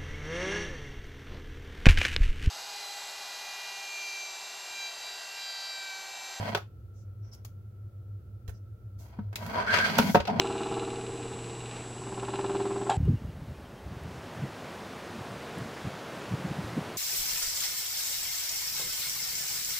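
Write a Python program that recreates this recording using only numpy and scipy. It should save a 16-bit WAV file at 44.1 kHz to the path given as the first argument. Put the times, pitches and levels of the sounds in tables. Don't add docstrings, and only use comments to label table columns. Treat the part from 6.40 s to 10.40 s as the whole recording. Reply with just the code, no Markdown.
import sys
import numpy as np
from scipy import signal
from scipy.fft import rfft, irfft
from scipy.io import wavfile

SR = 44100
rng = np.random.default_rng(int(sys.argv[2]) if len(sys.argv) > 2 else 0)


def master_out(mix):
    frames = np.transpose(np.atleast_2d(mix))
    ceiling = np.clip(frames, -1, 1)
    pcm = np.round(ceiling * 32767).astype(np.int16)
    wavfile.write(sys.argv[1], SR, pcm)


N = 176400
T = np.arange(N) / SR
FREQS = np.maximum(np.arange(N // 2 + 1) * SR / N, 1)
TREBLE_HZ = 1592

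# f/Hz, level/dB
FILM_COLOUR = [(1000, -29), (3000, -5.5), (6500, 2), (8800, -8), (11500, -1), (15500, -3)]


def amp(db):
    return 10 ** (np.asarray(db) / 20)


def unit(x):
    return x / np.sqrt(np.mean(x ** 2))


def colour(points):
    hz, db = np.array(points).T
    return amp(np.interp(np.log(FREQS), np.log(hz), db))


def peak(hz, width):
    return 1 / np.hypot(1, (FREQS ** 2 - hz ** 2) / (FREQS * width))


def stereo(pair, gain):
    # f/Hz, level/dB
    spread = [(160, -22), (240, -10.5), (500, -6), (1000, -2.5), (2000, 0.5)]
    mid, side = rfft(pair) * gain
    side = side * colour(spread)
    return unit(irfft(np.array([mid + side, mid - side]), N))


def noise(gain):
    return stereo(rng.standard_normal((2, N)), gain)


def swell(start, end, rise, fall):
    return np.clip((T - start) / rise, 0, 1) * np.exp(-np.maximum(T - end, 0) / fall)


def ring(t, rise, t60):
    return np.minimum(t / rise, 1) * np.exp(-np.log(1000) * np.maximum(t - rise, 0) / t60)


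def tone(t, hz):
    lag_s = np.array([[0.00011], [0]])
    return np.sqrt(2) * np.sin(2 * np.pi * hz * (t - lag_s))


def after(start):
    first = min(int(start * SR), N - 1)
    span = slice(first, first + SR // 4)
    return span, T[span] - T[first]


def background():
    # f/Hz, level/dB
    room_tone = [(22, -47), (69, -9), (79, -18.5), (101, 0.5), (148, -27.5), (198, -23), (246, -35),
                 (340, -30.5), (540, -37), (997, -56), (9000, -70), (12000, -65), (15500, -62.5)]
    # f/Hz, width/Hz, level/dB
    hums = [(101.1, 12.7, -46), (1342, 98, -72.5)]
    rumble = amp(-46) * noise(colour(room_tone))
    return rumble + sum(amp(db) * noise(peak(hz, width) ** 2) for hz, width, db in hums)


def room(x):
    t = T[:SR // 2]
    tail = rng.standard_normal((2, len(t))) * ring(t, rise=0.0012, t60=0.19)
    echoes = signal.fftconvolve(x, unit(tail) / np.sqrt(len(t)), axes=1)[:, :N]
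    return x + amp(-7.5) * echoes


def slips(per_second=2600, scatter_db=3):
    size = amp(scatter_db * rng.standard_normal(N))
    return np.sign(rng.standard_normal((2, N))) * size * (rng.random(N) < per_second / SR)


def wrap_hiss():
    # start/s, end/s, rise/s, fall/s, level/dB
    rubs = [(-.02, 0.11, .01, 0.009, -57), (0.924, 0.953, 0.015, 0.0049, -57),
            (2.578, 2.593, 0.033, 0.06, -56), (2.994, 3.135, 0.012, 0.075, -57),
            (3.29, 3.56, 0.14, 0.018, -52), (3.596, 3.764, 0.0081, 0.008, -44)]
    hiss = stereo(slips(), colour(FILM_COLOUR))
    return sum(swell(start, end, rise, fall) * amp(db) * hiss for start, end, rise, fall, db in rubs)


def squeaks(steadiness=0.46):
    # start/s, end/s, level/dB, first f/Hz, last f/Hz, width/Hz
    glides = [(.53, .655, -71.5, 6180, 5870, 2400), (0.817, 0.911, -70, 5540, 5750, 745),
              (.912, 0.956, -54.5, 5480, 5460, 700), (2.126, 2.192, -70.5, 5600, 5480, 1700),
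              (3.142, 3.221, -31.5, 973, 983, 70), (3.259, 3.371, -26.5, 1457, 1708, 179),
              (3.368, 3.475, -28, 1523, 1609, 140), (3.872, 3.912, -29, 874, 639, 243)]
    out = 0
    for start, end, db, start_hz, end_hz, width in glides:
        progress = np.clip((T - start) / (end - start), 0, 1)
        band = signal.hilbert(noise(peak(start_hz, width) ** 2))
        pitch_shift = np.exp(2j * np.pi * np.cumsum((end_hz - start_hz) * progress) / SR)
        squeak = unit((band * pitch_shift).real / np.abs(band) ** steadiness)
        out = out + amp(db) * np.sin(np.pi * progress) * squeak
    return out


def judder(rate_hz=31, depth_db=2.32):
    wobble = irfft(rfft(rng.standard_normal(N)) / (1 + (FREQS / rate_hz) ** 4), N)
    return amp(depth_db * unit(wobble))


def ripple(depth_db=4, width_hz=88):
    window = np.hanning(int(2 * width_hz * N / SR))
    bumps = unit(np.convolve(rng.standard_normal(len(FREQS)), window, "same"))
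    return amp(depth_db * bumps * np.minimum(FREQS / TREBLE_HZ, 1) ** 2)


def scraping(contact_db=8, contact_octaves=0.41):
    # start/s, end/s, rise/s, fall/s, rasp level/dB, contact f/Hz, treble/dB, drone level/dB
    strokes = [(-.02, 0.136, 0.018, 0.009, -38.5, 780, 2.5, -40),
               (0.833, 0.983, .02, 0.024, -69.5, 1030, 2.5, -80),
               (2.583, 2.796, 0.021, 0.089, -62, 850, 0.5, -65),
               (2.936, 3.124, 0.19, 0.04, -37, 950, 0.5, -40),
               (3.126, 3.215, 0.04, 0.066, -31, 1220, -2, -43),
               (3.259, 3.464, 0.083, 0.0062, -27.5, 1390, 11, -40.5),
               (3.455, 3.589, 0.027, 0.029, -32, 1010, 9.5, -34.5),
               (3.601, 3.706, 0.058, 0.01, -35.5, 806, 9, -27),
               (3.88, 4.003, 0.0063, .02, -34, 724, -6, -34)]
    # f/Hz, level/dB
    slide_colour = [(150, -19), (350, -3), (700, -3), (1500, -5.5), (1850, -5), (4800, -15.5), (9000, -30),
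                    (16000, -37.5)]
    # f/Hz, width/Hz, level/dB
    shell_peaks = [(440.5, 57, 11.5), (651, 96, 14.5), (984, 47, 11), (1317, 86, 5.5), (1565, 128, 8.5),
                   (2876, 190, 4), (4550, 260, 4.5)]
    resonances = np.sqrt(1 + sum((amp(db) * peak(hz, width)) ** 2 for hz, width, db in shell_peaks))
    shell = colour(slide_colour) * ripple() * resonances
    friction = slips() * judder()
    drone = noise(peak(hz=200.8, width=82) ** 2)
    treble = 1 / (1 + (TREBLE_HZ / FREQS) ** 4)
    out = 0
    for start, end, rise, fall, rasp_db, contact_hz, treble_db, drone_db in strokes:
        contact = np.exp(-.5 * (np.log2(FREQS / contact_hz) / contact_octaves) ** 2)
        rasp = stereo(friction, shell * amp(contact_db * contact + treble_db * treble))
        out = out + swell(start, end, rise, fall) * (amp(rasp_db) * rasp + amp(drone_db) * drone)
    return out


def ticks(clatter, crack, snap):
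    # t/s, wall level/dB, crack level/dB, snap level/dB, left over right/dB
    hits = [(0.172, -30.5, -46, -45, -2), (1.048, -51.5, -53.5, -43.5, 2.5),
            (2.078, -56, -56, -55.5, -16.5), (2.093, -51.5, -64, -55.5, -15), (2.928, -41, -52.5, -58, 0),
            (2.9562, -41, -31.5, -33, 1), (3.062, -38.5, -47, -44, 1), (3.852, -36, -36, -59, 0)]
    out = np.zeros((2, N))
    for start, wall_db, crack_db, snap_db, pan_db in hits:
        span, t = after(start)
        hit = amp(wall_db) * clatter[:, span] + amp(crack_db) * crack[:, span]
        hit += amp(snap_db) * snap[:, span]
        out[:, span] += hit * ring(t, rise=0.0013, t60=0.048) * amp([[pan_db / 2], [-pan_db / 2]])
    return out


def wall_ring(t, rise, tilt_db, detune=0.0098):
    # f/Hz, level/dB, t60/s
    modes = [(439.6, -3, 0.056), (559.6, 3.5, 0.039), (721.7, -3.5, 0.14), (926.6, 4.5, 0.038),
             (1094, -8, 0.093), (1283, -7, 0.072), (1466, -2.5, 0.044), (1690, -23.5, 0.038)]
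    mode_hz, mode_db, mode_t60 = np.array(modes).T
    chance = rng.standard_normal((len(modes), 2))
    gains = amp(mode_db + tilt_db * np.log2(mode_hz))
    out = 0
    for hz, gain, t60, (push, shift) in zip(mode_hz, gains, mode_t60, chance):
        out = out + gain * np.sign(push) * tone(t, hz * (1 + detune * shift)) * ring(t, rise, t60)
    return out / np.linalg.norm(gains)


def knocks(clatter, crack, snap):
    # t/s, rise/s, boom level/dB, boom f/Hz, wall level/dB, wall tilt/(dB per octave),
    # crack level/dB, snap level/dB
    hits = [(0.1484, 0.00056, -40, 168.4, -15, 6.5, -24, -36),
            (2.082, 0.0063, -32, 64.5, -46, -39, -80, -65), (2.787, 0.0038, -28, 205, -37, 2.5, -63, -86),
            (3.386, 0.0016, -38, 187, -20, -2, -24.5, -70), (3.583, 0.0046, -25, 233, -10, 9.5, -21, -21.5),
            (3.595, 0.0017, -16, 215, -17, -3, -32, -60), (3.7455, 0.0037, -17.5, 191, -5.5, -2, -27, -39),
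            (3.7536, 0.00067, -21.5, 310, -9, -2.5, -32.5, -44),
            (3.769, 0.0021, -20.5, 194, -20.5, -10, -42, -63), (3.798, 0.007, -29.5, 81, -24, -3, -33, -64),
            (3.869, 0.0094, -49, 180, -29, 5, -35, -51), (3.9978, 0.00037, -21, 200, -12.5, -16, -10, -33)]
    out = np.zeros((2, N))
    for start, rise, boom_db, boom_hz, wall_db, tilt_db, crack_db, snap_db in hits:
        span, t = after(start)
        walls = amp(-6) * wall_ring(t, rise, tilt_db)
        walls += amp(-11) * clatter[:, span] * ring(t, rise, t60=0.045)
        out[:, span] += amp(boom_db) * tone(t, boom_hz) * ring(t, rise, t60=0.081)
        out[:, span] += amp(wall_db) * walls
        out[:, span] += amp(crack_db) * crack[:, span] * ring(t, rise, t60=0.05)
        out[:, span] += amp(snap_db) * snap[:, span] * ring(t, rise / 2, t60=0.039)
    return out


def blows():
    # f/Hz, level/dB
    clatter_colour = [(150, -23.5), (330, 6), (700, 1.5), (1500, -2.5), (1900, -7), (9000, -66.5)]
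    # f/Hz, level/dB
    crack_colour = [(800, -28), (1800, -2.5), (2600, 1.5), (5200, -7.5), (9000, -27.5), (16000, -39)]
    clatter, crack, snap = (noise(colour(c)) for c in (clatter_colour, crack_colour, FILM_COLOUR))
    return knocks(clatter, crack, snap) + ticks(clatter, crack, snap)


def scene():
    return room(blows() + scraping() + squeaks() + wrap_hiss()) + background()


def record(dry, top_hz=15900):
    return signal.sosfilt(signal.ellip(8, .2, 70, top_hz, fs=SR, output="sos"), dry)


dry = scene()
out = record(dry)
master_out(out)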